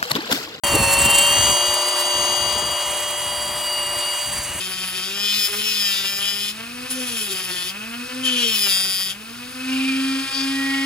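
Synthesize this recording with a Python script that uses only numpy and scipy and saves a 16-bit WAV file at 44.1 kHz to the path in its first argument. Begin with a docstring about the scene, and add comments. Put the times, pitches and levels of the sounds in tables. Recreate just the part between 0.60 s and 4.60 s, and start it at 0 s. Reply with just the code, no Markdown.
"""Battery drain cleaner in a yard.

The motor whines, sags under load and recovers, over a rush of cooling air; its gears sing and churn.
The long coiled cable spins, rasping once a turn; it scrapes, brushes the ground and thuds on the soil.
Each whine swells and fades as the machine and the listener move."""
import sys
import numpy as np
from scipy import signal
from scipy.fft import rfft, irfft, next_fast_len
from scipy.io import wavfile
from scipy.ndimage import uniform_filter1d, map_coordinates

SR = 44100
rng = np.random.default_rng(int(sys.argv[2]) if len(sys.argv) > 2 else 0)


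def to_wav(sig):
    """Store sig (one row per channel, or 1-D mono) as 16-bit WAV at the path in sys.argv[1].

    Samples outside -1..1 are clipped; the rate is SR.
    """
    pcm = np.clip(np.atleast_2d(sig), -1, 1) * 32767
    pcm = np.round(pcm).astype(np.int16)
    wavfile.write(sys.argv[1], SR, pcm.T)  # frames by channels


N = 176400

# noise, left-right likeness: freq_hz, correlation
STEREO_LIKENESS = [(60, .995), (150, 0.97), (600, 1), (1200, 0.95), (1900, 1), (4000, 1), (5500, 0.91),
                   (9000, .86), (15000, .55)]
# noise, left over right: freq_hz, pan_db
STEREO_PAN = [(250, 0), (600, 1.5), (1200, 5), (2500, -3.8), (5000, 1), (8000, 0)]
# noise, left phase lead: freq_hz, lead_rad
STEREO_LEAD = [(100, -0.11), (4000, -0.25), (5600, -0.74), (7200, -1.36), (12000, -1.4), (16000, -1.9)]

# motor shaft: time_s, speed_hz
MOTOR_SPEED = [(0.0, 356.5), (0.09, 349.8), (0.22, 337.8), (0.36, 338.9), (0.41, 343.7), (0.68, 350.2),
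               (0.86, 359.5), (1.02, 357.9), (1.16, 361.0), (1.22, 359.6), (1.32, 364.2), (1.39, 358.2),
               (1.47, 361.3), (1.52, 357.5), (1.58, 359.4), (1.92, 360.4), (2.0, 362.6), (2.12, 360.8),
               (2.68, 360.3), (3.0, 361.8), (3.18, 358.1), (3.3, 357.8), (3.38, 361.4), (3.44, 357.9),
               (3.5, 361.0), (3.57, 359.3), (4.0, 359.6)]
# cooling air: time_s, level_db
AIR_LEVEL = [(0.05, -55), (0.09, -43.5), (0.54, -36.5), (0.63, -39), (0.86, -34.5), (0.93, -38),
             (1.84, -38.5), (2.62, -46.5), (3.48, -42), (4.0, -46.5)]
# cooling air: freq_hz, gain_db
AIR_SPECTRUM = [(300, -35), (1000, -1), (1900, -14.5), (2700, -5.5), (3500, -2), (4300, -1.5), (5100, -7),
                (6500, -8), (9000, -12), (12000, -13), (16000, -24)]
# shaft-rate hum: time_s, level_db
HUM_LEVEL = [(.06, -41.5), (.66, -47.5), (.95, -41.5), (1.7, -39.5), (1.98, -45.5), (2.64, -50.5),
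             (3.44, -47.5), (3.68, -62), (3.98, -54)]
# whines at shaft orders 8, 9, 13, 18: time_s, level_db, pan_db, lead_rad
WHINE_8_PATH = [(0.06, -28, 4.0, 1.0), (0.14, -25, -4.0, 0.78), (0.36, -22.5, 0, 0.6),
                (0.58, -18.5, 1.0, 0.7), (0.94, -23.5, 2, 0.56), (1.3, -29.0, -2.0, 1.34),
                (1.82, -26.5, 4.0, 1.0), (2.0, -30.0, 6, 0.93), (2.18, -27.5, 1, 0.3), (2.56, -32.5, 1, 0),
                (2.68, -30.5, 1.0, 0.0), (2.94, -36.5, 2, 0.43), (3.08, -28.0, 0.5, -0.0),
                (3.36, -29, 2, 0.93), (3.56, -28.0, 3, 0.4), (3.84, -43.0, 5, 0.2), (3.9, -33.5, 2, -0.0),
                (3.98, -37.0, 3, 0.14)]
WHINE_9_PATH = [(0.06, -29.5, 5, 0.32), (0.22, -41.0, 15.0, 2.0), (0.26, -38, 6, 1.0),
                (0.54, -23.5, 2, 0.8), (1.06, -29, 2, -0.1), (1.26, -40, 14, 0.5), (1.42, -32, 4, 2.2),
                (1.94, -33.5, 7, 0.7), (2.54, -34.0, -7, 0.0), (2.96, -36, 1, -0.038),
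                (3.04, -42, -1.0, 0.1), (3.34, -42, 3, -1), (3.42, -43.0, 14, 0.3), (3.5, -47, 11, 0.1),
                (3.54, -38, 2, 0.2), (3.74, -38.5, 4, -0.059), (3.86, -52, -1.0, 0.1), (3.98, -47, 7, -0.1)]
WHINE_13_PATH = [(.06, -30.5, 1.5, 0), (.26, -28.5, -4, 0), (.46, -31, 4, -.1), (.54, -29, 2, -.1),
                 (.96, -25, 4.5, .2), (1.32, -27, 3, 1), (1.9, -28, 9, .3), (2.23, -31.5, 2.5, 0),
                 (2.28, -42, 4, .3), (2.36, -40.5, 12, .4), (2.48, -36.5, 3, -.9), (2.54, -45, 17, -.7),
                 (2.74, -31.5, 1.5, .1), (2.9, -34, 4, 0), (3.01, -37, 5, -.1), (3.07, -28.5, 1, 0),
                 (3.3, -31.5, 0, 0), (3.52, -29.5, -1.5, 0), (3.58, -38, -3, 0), (3.62, -28.5, -2, 0),
                 (3.7, -34, -1, 0), (3.79, -31, -.5, .1), (3.9, -44, -7, .3), (3.98, -47, -10, .4)]
WHINE_18_PATH = [(0.06, -36, 1.0, -1.4), (0.52, -46, 0.0, -0.9), (0.78, -23, 1.5, -1.86),
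                 (1.38, -35.5, -0.0, -0.74), (1.62, -27.0, 0.85, -1.1), (2.16, -37, -0.0, -1.1),
                 (2.58, -39.5, 1.0, -1.3), (2.94, -51, -1.0, -1.2), (3.1, -48, -0.0, -1.0),
                 (3.28, -60, 1.0, -1.1), (3.62, -40, -0.0, -1.3), (3.98, -42, -0.17, -1.1)]
# partials, one list per whine: shaft_order, gain_db
WHINE_PARTIALS = [
    [(8, 0)],
    [(9, 0), (8.805, -10), (9.195, -15)],
    [(13, 0), (26, -15), (39, -23)],
    [(18, -2.5), (17.805, -5.5), (18.195, -6.5)],
]

# gearbox: time_s, level_db
GEAR_LEVEL = [(0.05, -24.5), (0.28, -23.5), (0.5, -26), (0.86, -25.5), (1.02, -27), (1.69, -28),
              (2.55, -32), (3.4, -32.5), (3.91, -39), (4.0, -37.5)]
# mesh tones and weak shaft orders: shaft_order, gain_db, roughness
GEAR_PARTIALS = [(1.643, -5.5, 0.11), (2.739, -7.5, 0.13), (3.272, -14.5, 0.08), (3.87, -20, 0),
                 (5.46, -13.5, 0.08), (10.2, -23, 0.3), (11.02, -25, 0.3), (11.8, -26, .2),
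                 (16.9, -19, 0.4), (17, -33, .3), (26.805, -20, 0), (27, -15.5, 0.1)]
# gear churn: freq_hz, gain_db
CHURN_SPECTRUM = [(100, -53), (250, -18.5), (400, -13.5), (600, -0.5), (850, 2), (1200, 2), (1450, -11),
                  (2000, -10.5), (3000, -12), (6000, -33)]
# rush near 2 kHz: time_s, level_db
MID_LEVEL = [(.05, -31), (.3, -32.5), (.55, -35), (.77, -32), (1.05, -36.5), (1.6, -37), (1.95, -38),
             (2.4, -37.5), (2.85, -40), (3.2, -38.5), (3.6, -37.5), (4, -36)]
# rush near 2 kHz: freq_hz, gain_db
MID_SPECTRUM = [(900, -35), (1450, -5.5), (1950, -0.5), (2400, -4), (3000, -4), (4500, -52)]

# cable rub: time_s, level_db
RUB_LEVEL = [(.05, -24), (.15, -25), (.3, -22), (.45, -23), (.6, -24.5), (.7, -23.5), (.92, -24),
             (1.05, -28.5), (1.25, -29.5), (1.4, -28.5), (1.46, -30.5), (2, -32), (2.5, -30), (2.54, -33.5),
             (2.57, -31), (3.2, -31.5), (3.84, -31), (3.92, -35), (4, -31)]
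# cable rasp, coil ring, grit crunch: freq_hz, gain_db
RASP_SPECTRUM = [(1000, -14.5), (2000, -6.5), (4000, -19.5), (5500, -12.5), (6800, -6.5), (7600, 0.5),
                 (9500, 0.5), (11000, -5), (12200, -18.5), (14000, -7.5), (16000, -16)]
RING_SPECTRUM = [(2000, -15), (5500, -22), (7000, -10.5), (7600, -3), (8100, 6), (8800, -21.5),
                 (11000, -8.5), (12500, -24), (16000, -17.5)]
CRUNCH_SPECTRUM = [(1000, -18), (3000, -5), (5500, -13), (8000, -1), (11000, 4), (12500, -5), (16000, -6)]
# cable thudding on soil, brushing the ground: time_s, level_db
THUD_LEVEL = [(.05, -36), (.09, -39), (.15, -31), (.22, -27.5), (.33, -39.5), (.4, -35.5), (.5, -33.5),
              (.58, -43), (.68, -45), (.72, -38.5), (.8, -32.5), (.92, -34), (.98, -61), (1.11, -41),
              (1.18, -63), (1.3, -70), (1.5, -56), (1.58, -40), (1.68, -46), (1.8, -40.5), (2, -41),
              (2.12, -42), (2.2, -60), (2.35, -53), (2.7, -48.5), (2.9, -42.5), (3.1, -52), (3.24, -47),
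              (3.45, -52), (3.64, -55), (3.72, -39.5), (3.8, -37.5), (3.9, -43), (4, -42)]
BRUSH_LEVEL = [(.05, -46), (.3, -33), (.55, -49), (.8, -42), (1.1, -45.5), (1.6, -47), (2.1, -48.5),
               (2.4, -44), (2.7, -67), (3.5, -65), (3.9, -49)]
# thuds, brushing, heavier bumps: freq_hz, gain_db
THUD_SPECTRUM = [(20, -38), (40, -10), (65, 0.5), (110, -2.5), (180, -5.5), (300, -10), (500, -19),
                 (1200, -42)]
BRUSH_SPECTRUM = [(25, -26), (100, -5), (180, -6), (300, -6), (500, 0), (900, -3), (2000, -37)]
BUMP_SPECTRUM = [(25, -30), (70, 6), (200, -4), (450, 4), (900, -17), (2500, -45)]
# coil scrapes: centre_s, length_s, level_db, crunch_share
COIL_SCRAPES = [(0.154, .008, -14.5, 0.54), (0.233, 0.013, -21, .6), (.337, 0.0089, -13, 0.5),
                (0.398, 0.016, -18, 0), (0.42, .010, -15, 0), (0.457, .014, -13, 0.1),
                (0.507, 0.017, -15.5, 0.4), (0.555, .026, -15, 0), (.587, .012, -11.5, .2),
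                (0.616, 0.022, -16.5, 0), (0.67, .014, -18.5, 0.1), (1.144, .012, -21, 0.7),
                (1.288, .025, -27.5, .4), (1.405, .025, -27, .8), (2.406, 0.0062, -25, .8),
                (2.51, .012, -27, .8), (3.162, 0.016, -39, 0.8), (3.54, .008, -29, .5)]
# heavier bumps on soil: centre_s, length_s, level_db
SOIL_BUMPS = [(0.157, 0.027, -18.5), (0.275, 0.028, -35), (0.487, .015, -31), (.715, .015, -34),
              (0.897, .022, -32), (1.96, .025, -36), (2.027, .015, -35)]

CABLE_TURNS_PER_MOTOR_TURN = .047


def amp(db):
    """Decibels to gain."""
    return 10 ** (np.asarray(db) / 20)


def unit(x):
    """Scale to rms 1."""
    return x / np.sqrt(np.mean(x ** 2) + 1e-20)


def at_hz(table, hz):
    """Interpolate on a log frequency axis."""
    freq_hz, values = np.transpose(table)
    return np.interp(np.log(hz + 1), np.log(freq_hz + 1), values)


def curves(table):
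    """Per-sample curve for each column after time_s."""
    time_s, *columns = np.transpose(table)
    return [np.interp(np.arange(N) / SR, time_s, column) for column in columns]


def wobble(rate_hz):
    """Smooth random curve through unit-variance knots."""
    knots = rng.standard_normal(int(N * rate_hz / SR) + 4)
    return map_coordinates(knots, [np.arange(N) * rate_hz / SR])


def swell(centre_s, length_s):
    """Gaussian envelope."""
    return np.exp(-2 * ((np.arange(N) / SR - centre_s) / length_s) ** 2)


def filtered(x, response):
    """Apply response(hz) by FFT."""
    size = next_fast_len(N + SR // 4)
    return irfft(rfft(x, size) * response(np.fft.rfftfreq(size, 1 / SR)), size)[..., :N]


def split(difference):
    """Plus half to the left, minus half to the right."""
    return np.array([[.5], [-.5]]) * difference


def lead_phasors(hz):
    """Left and right phase factors for noise."""
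    return np.exp(1j * split(at_hz(STEREO_LEAD, hz)))


def noise(spectrum, grit_db=0):
    """Coloured stereo noise, rms 1; grit_db makes it grainy."""
    def mid_side_gains(hz):
        width_rad = np.arccos(np.clip(at_hz(STEREO_LIKENESS, hz), -1, 1)) / 2
        return amp(at_hz(spectrum, hz)) * [np.cos(width_rad), np.sin(width_rad)]

    grains = rng.standard_normal((2, N)) * amp(grit_db * wobble(1500))
    mid, side = filtered(grains, mid_side_gains)
    stereo = np.array([mid + side, mid - side])
    return unit(filtered(stereo, lambda hz: amp(split(at_hz(STEREO_PAN, hz))) * lead_phasors(hz)))


def patchy(x, depth_db):
    """Narrow bands flare and fade independently; rms 1."""
    bands = signal.stft(x, nperseg=512)[2]
    patches = rng.standard_normal(bands.shape[1:])
    for axis in (0, 1):
        patches = uniform_filter1d(patches, size=5, axis=axis)
    return unit(signal.istft(bands * amp(depth_db * unit(patches)), nperseg=512)[1][:, :N])


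def tone(phase_rad, roughness, lead_rad=0):
    """Stereo partial trembling in level and phase; rms near 1."""
    phase_rad = phase_rad + rng.uniform(0, 2 * np.pi) + split(lead_rad)
    in_phase = (1 + roughness * wobble(110)) * np.cos(phase_rad)
    quadrature = roughness * wobble(110) * np.sin(phase_rad)
    return np.sqrt(2) * (in_phase + quadrature)


def shaft_angle(ripple_depth=.0025, jitter_depth=.002):
    """Motor angle; cable drag ripples the speed once a cable turn."""
    speed_hz, = curves(MOTOR_SPEED)
    cable_turns = CABLE_TURNS_PER_MOTOR_TURN * np.cumsum(speed_hz) / SR
    ripple = ripple_depth * np.sin(2 * np.pi * cable_turns)
    return 2 * np.pi * np.cumsum(speed_hz * (1 + ripple + jitter_depth * wobble(45))) / SR


def motor(shaft_rad):
    """Rush of cooling air, plus a hum and whines locked to the shaft."""
    out = amp(curves(AIR_LEVEL)[0] + 7.5 + 1.1 * wobble(25.2)) * noise(AIR_SPECTRUM)
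    out += amp(curves(HUM_LEVEL)[0]) * tone(shaft_rad, roughness=.19)
    paths = [WHINE_8_PATH, WHINE_9_PATH, WHINE_13_PATH, WHINE_18_PATH]
    for path, partials in zip(paths, WHINE_PARTIALS):
        level_db, pan_db, lead_rad = curves(path)
        whine = sum(amp(gain_db) * tone(order * shaft_rad, roughness=.11, lead_rad=lead_rad)
                    for order, gain_db in partials)
        out += amp(level_db + split(pan_db) + .6 * wobble(14)) * whine
    return out


def gears(shaft_rad, mesh_order=.548, mesh_depth=.27, pan_db=2.5):
    """Mesh tones, and churn that pulses as the teeth pass."""
    tones = sum(amp(gain_db) * tone(order * shaft_rad, roughness)
                for order, gain_db, roughness in GEAR_PARTIALS)
    pulse = 1 + mesh_depth * np.sin(mesh_order * shaft_rad)
    churn = noise(CHURN_SPECTRUM) * pulse * amp(-2.5 + .54 * wobble(25.37))
    return amp(curves(GEAR_LEVEL)[0]) * (amp(split(pan_db)) * tones + churn)


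def mid_rush():
    """Dry band near 2 kHz, swelling apart from the whines."""
    return amp(curves(MID_LEVEL)[0]) * patchy(noise(MID_SPECTRUM), depth_db=1.5)


def grit_ticks(rate_hz=260, spread_db=2):
    """Grit flicked against the coil: random clicks, rms 1."""
    hits = rng.random(N) < rate_hz / SR
    strength = amp(spread_db * np.clip(rng.standard_normal(N), -2, 2))
    clicks = hits * strength * (1 + .33 * rng.standard_normal((2, N)))
    return unit(filtered(clicks, lambda hz: amp(at_hz(CRUNCH_SPECTRUM, hz)) * lead_phasors(hz)))


def cable_rub(shaft_rad, turn_db=.53, flutter_db=1.17, ring_slope=.9):
    """Gritty rasp surging each turn; hard rubbing rings the steel coil."""
    rub_db, = curves(RUB_LEVEL)
    cable_rad = CABLE_TURNS_PER_MOTOR_TURN * shaft_rad + 1.2 * wobble(6.8)
    surge = amp(turn_db * np.sin(cable_rad) + flutter_db * wobble(70))
    rasp = amp(rub_db + 1.5) * patchy(noise(RASP_SPECTRUM, grit_db=1), depth_db=2.5)  # contacts shift
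    ticks = amp(rub_db - 9.5) * grit_ticks()
    ring_db = rub_db.max() - 14 + ring_slope * (rub_db - rub_db.max())
    ring = amp(ring_db) * noise(RING_SPECTRUM, grit_db=1)
    return surge * (rasp + ticks + ring)


def soil_thuds(lump_db=3.5):
    """Dull, lumpy thudding of the cable on soil."""
    lumps = amp(lump_db * wobble(45))
    return amp(curves(THUD_LEVEL)[0] + 2) * unit(lumps * noise(THUD_SPECTRUM))


def ground_brushing(waver_db=2):
    """Soft, uneven brushing over the ground, different in each ear."""
    brush = filtered(rng.standard_normal((2, N)), lambda hz: amp(at_hz(BRUSH_SPECTRUM, hz)))
    return amp(curves(BRUSH_LEVEL)[0]) * unit(brush * amp(waver_db * wobble(24.9)))


def coil_scrapes(stutter_db=1.1):
    """The coil catches: short bursts, part ring, part crunch."""
    ring = noise(RING_SPECTRUM, grit_db=1)
    crunch = noise(CRUNCH_SPECTRUM, grit_db=1)
    out = 0
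    for centre_s, length_s, level_db, crunch_share in COIL_SCRAPES:
        blend = np.sqrt(1 - crunch_share) * ring + np.sqrt(crunch_share) * crunch
        out += amp(level_db) * swell(centre_s, length_s) * blend
    return out * amp(stutter_db * wobble(400))


def soil_bumps():
    """Heavier cable hits on soil: short bursts of low noise."""
    envelope = sum(amp(level_db) * swell(centre_s, length_s)
                   for centre_s, length_s, level_db in SOIL_BUMPS)
    return envelope * noise(BUMP_SPECTRUM)


def scene():
    """One shaft drives motor, gears and cable, in open air."""
    shaft_rad = shaft_angle()
    machine = motor(shaft_rad) + gears(shaft_rad) + mid_rush()
    cable = cable_rub(shaft_rad) + soil_thuds() + ground_brushing() + coil_scrapes() + soil_bumps()
    return machine + cable


def record(dry, start_s=.036, ceiling=.72, cutoff_hz=16150):
    """Abrupt start, soft clip, brick-wall low-pass."""
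    gated = dry * (np.arange(N) / SR > start_s)
    clipped = gated / (1 + np.abs(gated / ceiling) ** 6) ** (1 / 6)
    return filtered(clipped, lambda hz: hz < cutoff_hz)


dry = scene()
out = record(dry)
to_wav(out)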